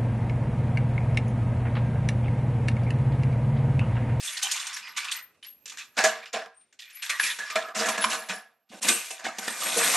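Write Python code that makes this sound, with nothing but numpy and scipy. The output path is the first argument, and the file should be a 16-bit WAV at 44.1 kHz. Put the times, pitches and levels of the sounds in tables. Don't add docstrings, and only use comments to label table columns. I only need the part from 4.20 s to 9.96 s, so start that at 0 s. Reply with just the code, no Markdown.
import sys
import numpy as np
from scipy import signal
from scipy.fft import rfft, irfft, next_fast_len
from scipy.io import wavfile

SR = 44100
rng = np.random.default_rng(int(sys.argv[2]) if len(sys.argv) > 2 else 0)


def digitize_waveform(pressure):
    field = np.atleast_2d(pressure).T
    bounded = np.clip(field, -1, 1)
    quanta = np.round(bounded * 32767).astype(np.int16)
    wavfile.write(sys.argv[1], SR, quanta)


N = 254016
TIME = np.arange(N) / SR
SIZE = next_fast_len(N + SR)
HZ = np.arange(SIZE // 2 + 1) * SR / SIZE
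LEFT_RIGHT = np.array([[1], [-1]])


def undb(db):
    return 10 ** (np.asarray(db) / 20)


def along(table, column=1):
    table = np.transpose(table)
    return np.interp(np.log(HZ + 1), np.log(table[0]), table[column])


def over_time(table, t):
    s, *columns = np.transpose(table)
    return [np.interp(t, s, column) for column in columns]


def sides(pan_db):
    return undb(LEFT_RIGHT * pan_db / 2)


def ring(x, hz, t60):
    r = np.exp(-np.log(1000) / (t60 * SR))
    return signal.lfilter([1, 0, -1], [1, -2 * r * np.cos(2 * np.pi * hz / SR), r * r], x) / 2


def band(x, hz, width):
    edges = [hz - width / 2, hz + width / 2]
    return signal.sosfilt(signal.butter(2, edges, "bandpass", fs=SR, output="sos"), x)


def radiated(x, order, hz):
    return signal.sosfilt(signal.butter(order, hz, "highpass", fs=SR, output="sos"), x)


def impacts(per_s, scatter_db):
    happens = rng.random(N) < per_s / SR
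    size = undb(scatter_db * rng.standard_normal(N))
    x = happens * rng.choice([-1, 1], N) * size
    return x / x.std()


def unit(body):
    tick = np.zeros(SR // 2)
    tick[0] = 1
    return 1 / np.sqrt(np.sum(body(tick) ** 2))


def struck(force, hz, t60, per_s, knock=0):
    def mode(x):
        return ring(x, hz, t60)
    return unit(mode) * mode(force * impacts(per_s, scatter_db=2.0) + knock)


def patchy(depth_db, per_s):
    knots = rng.standard_normal(int(per_s * N / SR) + 2)
    return undb(depth_db * np.interp(np.arange(N) * per_s / SR, np.arange(len(knots)), knots))


# pitch_hz, likeness (0 to 1)
LIKENESS_BY_PITCH = [(60, 0.95), (630, 0.93), (1370, 0.98), (3010, 0.81), (6580, 0.16), (14400, 0.15)]


def pair_of_noises():
    mid, side = rfft(rng.standard_normal((2, SIZE)))
    likeness = np.clip(along(LIKENESS_BY_PITCH), 0, 1)
    return np.sqrt((1 + likeness) / 2) * mid + np.sqrt((1 - likeness) / 2) * side * LEFT_RIGHT


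# pitch_hz, density_db (per Hz)
HUSH_SPECTRUM = [(24, -57.5), (40, -4.5), (372, -13), (565, -12.5), (2170, -26.5), (2460, -13.5),
                 (3140, -25), (13000, -28), (14000, -24.5)]
# start_s, level_db
HUSH_LEVEL = [(0, -55), (1.7, -58.5), (2.5, -64.5), (4.298, -68.5), (4.47, -77.5), (5.76, -82)]


def hush():
    noise = irfft(pair_of_noises() * undb(along(HUSH_SPECTRUM)), SIZE)[:, :N]
    return undb(over_time(HUSH_LEVEL, TIME)[0]) * noise / noise.std()


# pitch_hz, relative level_db, t60_s
TRAY_RIBS = [(937, 3.5, 0.016), (1122, 8.5, 0.0091), (1340, 4, 0.0083), (1514, 1.5, 0.057),
             (1712, 7.5, 0.0088), (1875, -1.5, 0.026), (2030, -4, 0.02), (2126, 3.5, 0.0089),
             (2393, -0.5, 0.059), (2510, 2, 0.021), (2642, -3, 0.16), (2790, 4, 0.0091), (2948, -1, 0.025),
             (3353, -2, 0.0088), (3520, 6.5, 0.0043), (3790, -3.5, 0.017), (4155, -1, 0.033),
             (4420, -3.5, 0.021), (4910, 2.5, 0.0046), (5460, -2, 0.015), (5960, -8, 0.021),
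             (7160, -11.5, 0.035), (7160, -10, 0.037)]


def ribs(hz, below_octaves):
    near_octaves, above_octaves, far_share = .22, 2.9, 0.95
    octaves = np.log2(np.array(TRAY_RIBS)[:, :1] / hz)
    near = np.exp(-.5 * (octaves / near_octaves) ** 2)
    reach = np.where(octaves < 0, below_octaves, above_octaves)
    share = near + far_share * np.exp(-.5 * (octaves / reach) ** 2)
    return share / share.sum(axis=0)


def tray(forces, knocks):
    out = np.zeros((2, N))
    for (hz, db, t60), force, knock in zip(TRAY_RIBS, forces, knocks):
        place = sides(2.5 * rng.standard_normal())
        out += place * undb(db) * struck(force * patchy(4, per_s=40), hz, t60, per_s=280, knock=knock)
    return out


# start_s, slide clack pitch_hz, slide boom_db, slide crack_db, reach below a clack in octaves,
# drive of the upper bucket modes_db, thump relative to boom_db, case ring relative to crack_db
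LIE_OF_LOAD = [(0, 2350, -35, -4, 0.34, 2, 1, 6), (.45, 2240, -50, -3, 0.88, 9.5, -3, -2.5),
               (.7, 2200, -48.5, -21, 0.76, -15.5, -11, 0), (.95, 2250, -61, -12, 0.75, -15, -3, 4),
               (1.5, 2380, -23, -4.5, 0.37, -13, 1, -6), (1.8, 1700, -17, -4.5, 0.74, 2.5, -8.5, -2),
               (2.2, 1605, -10, -33, 0.41, -2.6, -13.5, -24), (2.6, 2450, -48, -15.5, 0.23, -0.5, -6, -1),
               (2.82, 2100, -49, -25, 0.45, 1, -13, 5.5), (3.05, 2060, -35, 1, 0.41, -25, -3, 4),
               (3.3, 1720, -34, -9, 0.43, 1, -9, -2), (3.5, 1470, -3, -43, 0.48, 6, -11, -3),
               (3.65, 1717, -11, -9, 1, -3.5, -8.5, 0.5), (4.1, 1726, -7.5, -10.5, 0.38, -0.5, -5, 0.5),
               (4.5, 1160, -4, -34, 0.71, -7.5, -3.5, 6.5), (4.7, 2600, -13, 1, 0.65, -15.5, 0.5, 11),
               (4.95, 2300, -31, -1, 0.42, 6.5, -29, 4.5), (5.05, 1950, -15, -8, 0.69, 4, 1.5, -7),
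               (5.3, 1920, -13.5, -1.5, 0.69, -4.5, -5, 9.5), (5.76, 2190, -19.5, -0.5, 1, -1.5, -2, 7.5)]


def shares(t, hz, ribs_db, boom_db, crack_db):
    *_, below_octaves, _, thump_db, ring_db = over_time(LIE_OF_LOAD, t)
    rest_db = np.array([boom_db + thump_db, boom_db, crack_db, crack_db + ring_db]).reshape((4, -1))
    return np.vstack([ribs(hz, below_octaves) * undb(ribs_db) ** 2, undb(rest_db) ** 2])


# start_s, relative level_db
SLIDING = [(0, -32), (.08, -34.5), (.14, -35.5), (.3, -28), (.58, -35), (.74, -44), (.83, -30.5),
           (.99, -34), (1.07, -83), (1.43, -76), (1.54, -41), (1.7, -85), (1.81, -24), (1.99, -37.5),
           (2.11, -68), (2.2, -35), (2.3, -63), (2.57, -73.5), (2.65, -47), (2.81, -47), (2.89, -32.5),
           (3.03, -31.5), (3.15, -39.5), (3.27, -35), (3.38, -34.5), (3.54, -54), (3.63, -26.5),
           (3.95, -30.5), (4.19, -61), (4.46, -80), (4.53, -63.5), (4.6, -76), (4.68, -20), (4.8, -32.5),
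           (5.0, -42.5), (5.16, -42.5), (5.23, -31.5), (5.41, -33), (5.5, -32), (5.6, -22), (5.72, -21),
           (5.76, -17)]
# start_s, relative level_db, clack pitch_hz, bucket boom_db, hard crack_db, shower decay_s
JOLT_EVENTS = [(0.028, -35, 1910, -43, 8, 0.024), (0.045, -31.5, 2400, -40, 9, 0.054),
               (0.17, -14.5, 3150, -44, -13, 0.012), (0.221, -23, 3310, -44, 1, .02),
               (0.226, -16.5, 3380, -47, 2.5, 0.019), (0.262, -26, 3100, -43, -21, 0.022),
               (0.284, -30, 3140, -29, -11, .01), (0.313, -19, 3620, -40, 6.5, 0.016),
               (0.36, -32, 2460, -46.5, 10.5, 0.013), (0.397, -30, 3570, -47, 6, 0.016),
               (0.468, -24, 3710, -53, 6.5, 0.0089), (0.53, -35.5, 1390, -44, 9.5, 0.0091),
               (0.563, -21.5, 2980, -47, -5.5, 0.021), (0.668, -27.5, 2030, -40, -25, 0.029),
               (0.764, -21.5, 2510, -46, -5.5, 0.027), (0.771, -14, 3150, -46, -10.5, 0.024),
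               (0.845, -16, 2730, -50, -8.5, 0.0072), (0.881, -24, 2750, -53, -33, 0.0031),
               (0.913, -17.5, 4180, -45, -2.3, 0.021), (1.146, -51.5, 2010, -39, -24, 0.011),
               (1.227, -33, 3140, -45, -24, 0.0084), (1.244, -32.5, 2780, -42, -13, 0.027),
               (1.457, -27, 2580, -30, 1.5, 0.0086), (1.476, -32, 2560, -42, -0.5, 0.021),
               (1.496, -28, 2520, -50, -1, 0.012), (1.519, -28, 1830, -41, 0, 0.0069),
               (1.572, -26.5, 2880, -55, -0.5, 0.005), (1.581, -24, 2280, -47, -6.5, 0.031),
               (1.768, -20.5, 2205, -8.5, -11, 0.024), (1.776, -10, 2140, -19, -8.5, 0.025),
               (1.788, -5, 1610, -10.5, -40, 0.0059), (1.839, -6, 1690, -11, -3, 0.01),
               (1.842, -7.5, 1770, -22, -5.5, 0.028), (2.032, -29.5, 2400, -20.5, -44, 0.0086),
               (2.056, -27, 2760, -30, -44.5, 0.021), (2.129, -25, 1710, -23, -1.5, 0.017),
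               (2.136, -16, 1660, -9.5, -36, 0.03), (2.259, -37.5, 1340, -1.5, -41, 0.0046),
               (2.41, -52, 2400, -43, -10, 0.011), (2.526, -45.5, 1980, -23.5, -2.5, 0.013),
               (2.59, -29.5, 2920, -48, -8, 0.026), (2.591, -34, 2500, -47, -6, .006),
               (2.7, -37, 3540, -37, -5, .012), (2.744, -40, 2380, -48, -3.5, 0.019),
               (2.77, -33.5, 2370, -46, -11, 0.0086), (2.821, -21, 2600, -44, -6.5, 0.037),
               (2.863, -19, 2110, -52, -12, 0.0086), (2.895, -9, 2130, -32.5, -9, 0.015),
               (2.997, -11.5, 1730, -36, -13, 0.015), (3.027, -12.5, 2400, -34, -7.5, 0.051),
               (3.099, -16.5, 2290, -44, -15, 0.022), (3.187, -18, 1700, -20.5, -9, 0.012),
               (3.214, -28, 1670, -12, -24, 0.0086), (3.301, -16, 1800, -30, -9.5, 0.011),
               (3.357, -5.5, 1470, -15.5, -16.5, 0.0086), (3.369, -24, 1530, -15, -8, 0.031),
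               (3.422, -31.5, 1320, -12, -22, 0.026), (3.485, -32.5, 1320, -9, -25, 0.007),
               (3.548, -19, 1650, -16, -2, 0.06), (3.585, -16, 2120, -21, -21, 0.041),
               (3.589, -16.5, 1320, -11, -6.5, 0.052), (3.656, -19, 1610, -8, -2, 0.03),
               (3.685, -11, 1020, -19.5, -4, 0.014), (3.777, -11.5, 1610, -11, -9.5, 0.009),
               (3.823, -24, 1290, -10.5, -6, 0.0095), (3.841, -10.5, 1000, -25.5, -7, 0.0097),
               (3.897, -19, 4020, -25, -4, 0.048), (3.921, -31, 1210, -8.5, -4.5, 0.016),
               (3.926, -18, 1270, -13.5, -4, 0.023), (4.087, -21.5, 2100, -20.5, -6.5, 0.0088),
               (4.091, -16, 1830, -19, -13.5, 0.037), (4.491, -44, 4250, -35, -9, 0.041),
               (4.511, -36.5, 2870, -8.5, -10.5, 0.17), (4.617, -27.5, 2570, -31, -2, 0.014),
               (4.623, -22.5, 2580, -37, 1.5, 0.037), (4.632, -20, 2760, -20, -11, 0.043),
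               (4.646, -15.5, 2500, -13, -9, 0.017), (4.711, -15.5, 2700, -19.5, -14, 0.012),
               (4.685, -4.5, 2750, -19.5, -4, 0.0089), (4.904, -23.5, 2370, -15, -0.5, 0.014),
               (4.994, -31, 1520, -14, -7, 0.016), (5.041, -20.5, 2000, -19, -9, 0.036),
               (5.066, -18.5, 2100, -9, -31, 0.0023), (5.184, -18.5, 2050, -13, -4, 0.01),
               (5.279, -13, 1760, -14, -7.5, 0.005), (5.302, -23, 1760, -21, -11, 0.0066),
               (5.397, -20, 1920, -23, -4.5, 0.17), (5.448, -17.5, 2330, -16.5, -22, 0.064),
               (5.566, -17, 4340, -7.5, 2.5, 0.028), (5.632, -18.5, 2200, -12.5, 0, 0.046),
               (5.69, -23, 2200, -6, -6, .01), (5.745, -25, 1800, -6, -3, 0.023)]


def excitation():
    swell_share = 0.079
    ribs_db, rib_scatter_db, first_db = -4, 1.5, 7.5
    hz, boom_db, crack_db, *_ = over_time(LIE_OF_LOAD, TIME)
    power = shares(TIME, hz, 0, boom_db, crack_db) * undb(over_time(SLIDING, TIME)[0]) ** 2
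    scatter = rib_scatter_db * rng.standard_normal((len(JOLT_EVENTS), len(TRAY_RIBS), 1))
    knocks = np.zeros((len(TRAY_RIBS), N))
    for (at, db, hz, boom_db, crack_db, decay), spot_db in zip(JOLT_EVENTS, scatter):
        i = int(at * SR)
        u = TIME[i:i + SR // 4] - TIME[i]
        shower = (1 - np.exp(-u / (swell_share * decay))) * np.exp(-u / decay)
        share = shares(at, hz, ribs_db + spot_db, boom_db, crack_db) * undb(db) ** 2
        power[:, i:i + len(u)] += share * shower ** 2
        knocks[:, i] = np.sqrt(share[:len(TRAY_RIBS), 0]) * undb(first_db)
    return np.sqrt(power), knocks


# pitch_hz, width_hz, relative level_db
CRACK_BANDS = [(3900, 6200, 6.5), (5020, 4100, 19), (6300, 2200, 18), (7030, 2800, -31.5),
               (10300, 3300, 9.5)]


def crack(x):
    return sum(undb(db) * band(x, hz, width) for hz, width, db in CRACK_BANDS)


# pitch_hz, relative level_db, t60_s
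CASE_MODES = [(6740, -8.5, 0.077), (7560, -4.5, 0.01), (8020, -8, 0.034), (7950, -3, 0.022),
              (8580, -6, .03), (8300, 1, 0.027), (9300, -15, 0.055), (8770, -1.5, 0.026),
              (8800, -29, 0.032), (9210, -1, 0.038), (10320, 0, 0.039), (9700, -0.5, 0.027),
              (10880, -1, 0.035), (11600, -0.5, 0.036), (9800, -20.5, 0.068), (11350, -0.5, 0.085),
              (12200, 2.5, 0.04), (11200, -0.5, 0.038), (12380, -9.5, .04), (13000, -3.5, .06),
              (13100, -1.5, .06), (13500, -22.5, .06), (14000, -40, .06)]


def cases(force):
    pan_scatter_db, pitch_scatter = 5, .012
    chance = rng.standard_normal((2 * len(CASE_MODES), 2))
    out = np.zeros((2, N))
    for (hz, db, t60), (place, tune) in zip(CASE_MODES * 2, chance):
        tuned_hz = hz * (1 + pitch_scatter * tune)
        out += sides(pan_scatter_db * place) * undb(db) * struck(force, tuned_hz, t60, per_s=84)
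    return out


SEATED_S = 4.45
THUMP_PITCHES = [180, 222, 270, 340]
# relative level_db, t60_s, change once the tray is seated_db
THUMP_MODES = [(-11.5, 0.065, 8), (-7, 0.081, -7), (-5, 0.038, -1.5), (-11.5, 0.0073, 8.5)]


def thump(x):
    seated = np.arange(len(x)) / SR > SEATED_S
    return sum(undb(db + seated_db * seated) * ring(x, hz, t60)
               for hz, (db, t60, seated_db) in zip(THUMP_PITCHES, THUMP_MODES))


BUCKET_PITCHES = [400, 462, 530, 646, 676, 705, 764, 920, 1021, 1194, 1324, 1560, 1679, 1761, 2170, 603,
                  1250, 1380, 1615]
# relative level_db, t60_s, change once the tray is seated_db
BUCKET_MODES = [(-14, 0.0058, 16.5), (2, 0.11, -3.5), (3.5, 0.028, 0.5), (4, 0.16, -4), (0.5, 0.13, -2.5),
                (-6.5, 0.044, 10.5), (-5.5, 0.28, -1), (-2.5, 0.059, 1), (-4, 0.11, -7), (-12, 0.09, -1),
                (-2.5, 0.14, -17), (-2.5, .08, -3), (4, 0.14, -15.5), (-19.5, 0.078, 6), (-1, 0.065, 4),
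                (-16.5, 0.028, 12), (-16.5, .1, -10.5), (-13.5, 0.12, -1), (-10, 0.24, -3)]


def bucket(x):
    upper = x * undb(over_time(LIE_OF_LOAD, TIME)[4])
    out = np.zeros(N)
    for hz, (db, t60, seated_db) in zip(BUCKET_PITCHES, BUCKET_MODES):
        force = upper if hz > 600 else x
        gain = undb(db + seated_db * (TIME > SEATED_S))
        out += gain * ring(patchy(3, per_s=20) * force, hz, t60)
    return out


# pitch_hz, t60_s, echo level_db
ROOM_WALLS = [(153, 0.076, 1.5), (400, 0.25, -7), (1000, 0.35, -3.5), (2760, 0.36, -13), (7280, 0.14, -7),
              (14000, 0.36, -2.5)]


def room():
    delay_s = 0.0033
    noise, t, echo = pair_of_noises(), np.arange(SR) / SR, np.zeros((2, SIZE))
    t60 = along(ROOM_WALLS)
    for hz in 62.5 * 2. ** np.arange(9):
        octave = np.cos(np.pi / 2 * np.clip(np.log2((HZ + 1) / hz), -1, 1)) ** 2
        fade = 1000. ** (-t / t60[int(hz * SIZE / SR)]) * (t > delay_s)
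        echo[:, :SR] += irfft(noise * octave, SIZE)[:, :SR] * fade / np.sqrt(np.sum(fade ** 2))
    return 1 + undb(along(ROOM_WALLS, column=2)) * rfft(echo)


# start_s, pitch_hz, relative level_db, length_s
CLINK_EVENTS = [(0.026, 2850, -35, 0.044), (0.047, 2400, -36, 0.021), (.075, 3450, -26.5, 0.029),
                (0.076, 1920, -38, 0.047), (0.168, 1870, -26.5, 0.023), (.225, 3780, -28, 0.048),
                (0.227, 3095, -22, 0.062), (0.232, 6300, -28, .03), (.40, 3520, -28.5, 0.013),
                (0.541, 5670, -26.5, 0.021), (0.58, 2820, -54, 0.053), (0.627, 2490, -37.5, 0.065),
                (.63, 4950, -40, 0.09), (0.661, 1990, -34.5, 0.051), (.23, 800, -33.5, .06),
                (0.769, 2260, -28, 0.079), (0.885, 2650, -23, 0.015), (0.941, 1950, -36.5, 0.11),
                (1.228, 3050, -35.5, 0.026), (1.458, 2660, -40, 0.02), (1.799, 662, -16, 0.015),
                (1.836, 674, -27, 0.022), (1.575, 1830, -39, 0.061), (1.59, 2580, -38, 0.04),
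                (1.795, 1666, -21.5, 0.081), (1.849, 1688, -8, 0.016), (1.88, 1676, -29, 0.09),
                (1.782, 860, -23, 0.022), (2.149, 648, -32.5, 0.09), (2.135, 1020, -30.5, 0.044),
                (2.14, 1650, -35, .05), (2.26, 1273, -33.5, 0.011), (2.027, 2330, -34, 0.023),
                (2.593, 1885, -44.5, 0.077), (2.62, 2400, -46, 0.079), (2.741, 2340, -43, 0.096),
                (2.659, 1860, -51.5, 0.13), (2.898, 1897, -21.5, 0.062), (2.90, 2330, -18, 0.019),
                (2.931, 1135, -32, .04), (3.001, 1730, -27, 0.017), (3.034, 2350, -21, 0.032),
                (3.041, 1875, -25, 0.091), (3.098, 2330, -23.5, 0.018), (3.2, 1690, -26.5, 0.045),
                (3.356, 675, -17, 0.014), (3.363, 1316, -16, 0.012), (3.374, 1760, -22.5, 0.026),
                (3.298, 1230, -28.5, 0.062), (3.301, 1794, -24, 0.017), (3.424, 1288, -32, 0.2),
                (3.546, 656, -35.5, 0.2), (3.683, 1012, -17.5, 0.023), (4.099, 1680, -31.5, 0.11),
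                (4.114, 698, -36.5, 0.09), (4.204, 688, -62.5, 0.21), (5.277, 1790, -25, .02),
                (4.701, 350, -28.5, .015), (4.536, 1640, -52, 0.026), (4.686, 2480, -14, 0.032),
                (4.689, 3660, -15.5, 0.018), (4.71, 2730, -30, 0.13), (4.772, 2560, -39, .1),
                (4.635, 1000, -28, 0.046), (4.905, 2450, -35, 0.017), (5.072, 1290, -31, 0.033),
                (5.45, 2000, -30, 0.02), (5.563, 465, -18.5, 0.016), (5.621, 1474, -26, 0.034),
                (5.634, 3750, -23, 0.074), (5.662, 2580, -32, 0.023), (5.737, 1200, -25, 0.014),
                (5.74, 4060, -28, 0.018)]


def clinks():
    cycles = 58
    first_tap_db = 22.5
    out, u = np.zeros(N + SR // 4), np.arange(SR // 4) / SR
    chance = rng.standard_normal((len(CLINK_EVENTS), SR // 4))
    for (at, hz, db, length), taps in zip(CLINK_EVENTS, chance):
        def mode(x):
            return ring(x, hz, cycles / hz)
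        i = int(at * SR)
        swell = np.sqrt(np.sin(np.pi * np.clip(u / length, 0, 1) ** .5).clip(0))
        force = swell * taps ** 3 / 4 + undb(first_tap_db) * (u == 0)
        out[i:i + len(u)] += undb(db) * unit(mode) * mode(force)
    return out[:N]


# start_s, pitch_hz, relative level_db, t60_s, left minus right_db
HIGH_TONES = [(0.113, 11200, -25, 0.34, 0), (0.4, 8950, -34, 0.34, 6), (0.539, 10090, -20, 0.058, 2),
              (0.55, 11436, -34, 0.26, -1), (0.68, 11510, -29, 0.24, 3), (0.959, 13100, -10, 0.22, 7),
              (1.023, 13200, -16, 0.15, 10), (1.229, 10900, -37, 0.16, 0), (1.264, 11510, -20, 0.25, 3.5),
              (1.275, 11600, -37, 0.56, 2), (1.285, 12830, -44, 4, -15), (1.6, 11272, -51, 1.1, 4),
              (1.9, 11350, -34, 0.2, 0), (2.341, 8600, -49.5, 0.26, 5.5), (2.362, 8800, -37.5, 0.24, 3.5),
              (2.6, 11750, -43, 0.67, 1), (2.662, 13347, -34, 0.46, -5), (2.728, 10940, -29, 0.16, 2),
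              (2.75, 11800, -27.5, 0.49, 2), (2.751, 11570, -31.5, 1.5, 8), (2.996, 11060, -16, 0.57, 2),
              (3.102, 11170, -32, 0.41, 5), (3.318, 11850, -31, 0.32, 1), (3.452, 11800, -38.5, 0.34, 5),
              (3.592, 11189, -27, 0.41, -5), (3.68, 11070, -21.5, 0.36, 2), (3.809, 10120, -13.5, 0.3, 3.5),
              (3.821, 11159, -25, 0.68, 3), (3.919, 10930, -24, 0.32, 8), (3.975, 13100, -31, 0.5, 4),
              (3.985, 10070, -28.5, 0.3, 3), (4.131, 10020, -32, 0.25, 8), (4.15, 11800, -33.5, 0.21, 6),
              (4.15, 12855, -57, 2.5, -14), (4.7, 8200, -17, 0.33, 7), (4.775, 11700, -25, 0.23, -2),
              (4.93, 11100, -33, 0.12, 4), (5.187, 11600, -25, 0.15, 1), (5.417, 11340, -24.5, 1.2, 8),
              (5.454, 8400, -19.5, 0.23, 4), (5.482, 10000, -21, 0.21, 2), (5.599, 8440, -20.5, 0.76, 4),
              (5.629, 11600, -18, 0.75, 0)]


def high_tones():
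    spread_hz, side_share, rise_s = 35, .5, 0.0062
    out, t = np.zeros((2, N)), np.arange(SR) / SR
    chances = rng.standard_normal((len(HIGH_TONES), 2, 3, 1))
    for (at, hz, db, t60, pan_db), (tune, phase) in zip(HIGH_TONES, chances):
        i = int(at * SR)
        u = t[:min(N - i, int(t60 * SR))]
        beats = np.sin(2 * np.pi * ((hz + spread_hz * tune) * u + phase)).sum(axis=0)
        tone = np.sin(2 * np.pi * hz * u) + side_share * beats
        envelope = (1 - np.exp(-u / rise_s)) * 1000. ** (-u / t60)
        out[:, i:i + len(u)] += sides(pan_db) * undb(db) * tone * envelope
    return out


# centre_s, length_s, change_db
LEVEL_DIPS = [(0.212, 0.0081, -6), (0.305, .01, -0.5), (1.21, .014, -5), (1.442, 0.011, 1),
              (2.116, 0.01, -8), (3.347, 0.0073, -1.5), (3.533, 0.014, -7), (3.774, 0.014, -5.5),
              (4.605, 0.011, -14)]


def dips():
    return undb(sum(db * np.exp(-(2 * (TIME - at) / length) ** 4) for at, length, db in LEVEL_DIPS))


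# start_s, relative level_db, swell_s
BUMP_EVENTS = [(1.782, -42, 0.011), (1.843, -37, 0.017), (2.146, -42.5, 0.009), (2.267, -61.5, 0.0071),
               (3.363, -50, 0.009), (3.564, -36.5, 0.01), (3.59, -36.5, 0.013), (3.686, -36.5, 0.01),
               (3.783, -38, 0.011), (3.852, -36.5, 0.014), (4.096, -36.5, 0.011), (4.165, -50.5, 0.0086),
               (4.503, -47, 0.005), (4.541, -43.5, 0.0067), (4.614, -51, 0.009), (4.657, -38.5, 0.0081),
               (4.689, -39, 0.0099), (4.753, -46, 0.0079), (5.043, -45, 0.0063), (5.063, -40, 0.0095),
               (5.184, -53, 0.012), (5.277, -39, 0.0039), (5.303, -47, 0.009), (5.563, -37.5, 0.0078)]


def bumps():
    bottom_hz, pitch_scatter, bottom_db = 210.6, 0.05, 10
    floor_hz, floor_db = 106, -18.5
    out, u = np.zeros(N + SR // 4), np.arange(SR // 4) / SR
    chance = rng.standard_normal((len(BUMP_EVENTS), 3))
    for (at, db, swell), (tune, bottom_phase, floor_phase) in zip(BUMP_EVENTS, chance):
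        i = int(at * SR)
        bottom = np.sin(2 * np.pi * (bottom_hz * (1 + pitch_scatter * tune) * u + bottom_phase))
        floor = undb(floor_db) * np.sin(2 * np.pi * (floor_hz * u + floor_phase))
        push = u / swell * np.exp(1 - u / swell)
        out[i:i + len(u)] += undb(db + bottom_db) * (bottom + floor) * push
    return out[:N]


# start_s, length_s, relative level_db, pitch_hz, width_hz
SCRAPE_EVENTS = [(3.798, .083, -25, 755, 776), (4.513, 0.064, -25, 628, 600), (4.543, .04, -31, 1060, 300)]


def scrapes():
    out = np.zeros(N)
    for at, length, db, hz, width in SCRAPE_EVENTS:
        drag = np.sqrt(np.sin(np.pi * np.clip((TIME - at) / length, 0, 1)).clip(0))
        out += undb(db) * band(drag * impacts(per_s=1200, scatter_db=8.0), hz, width)
    return out


def scene():
    thump_db, bucket_db, cases_db = 5, -24, -19
    (*on_ribs, on_thump, on_bucket, on_crack, on_cases), knocks = excitation()
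    hail = impacts(per_s=6000, scatter_db=2.5)
    wide_hail = hail + 0.24 * impacts(per_s=3000, scatter_db=1.5) * LEFT_RIGHT
    cracking = unit(crack) * crack(on_crack * patchy(1.8, per_s=120) * wide_hail)
    small = radiated(tray(on_ribs, knocks) + cracking, 4, 826)
    thumping = undb(thump_db) * unit(thump) * thump(on_thump * hail)
    booming = undb(bucket_db) * bucket(on_bucket * hail)
    large = radiated(thumping + booming, 3, 195)
    ringing = undb(cases_db) * cases(on_cases)
    rattle = small + large + ringing + clinks() + scrapes()
    in_room = irfft(rfft(rattle, SIZE) * room(), SIZE)[:, :N]
    return hush() + in_room + high_tones() + bumps()


# pitch_hz, gain_db
MICROPHONE_RESPONSE = [(25, -49.5), (80, -20), (130, -16), (160, -15), (200, -11), (9000, -10),
                       (12000, -20), (14500, -29.5)]
# pitch_hz, left minus right_db
MICROPHONE_LEAN = [(60, 0), (200, -2.5), (1300, -1.5), (4260, -3), (7830, -1.5), (10000, 4.5),
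                   (14400, -1.5)]


def record(dry):
    colour = undb(along(MICROPHONE_RESPONSE) + along(MICROPHONE_LEAN) / 2 * LEFT_RIGHT)
    heard = irfft(rfft(dry, SIZE) * colour, SIZE)[:, :N] * dips()
    rounded = np.tanh(1.204 * heard) / 1.2
    return signal.sosfilt(signal.ellip(10, .2, 80, 14800, fs=SR, output="sos"), rounded)


dry = scene()
out = record(dry)
digitize_waveform(out)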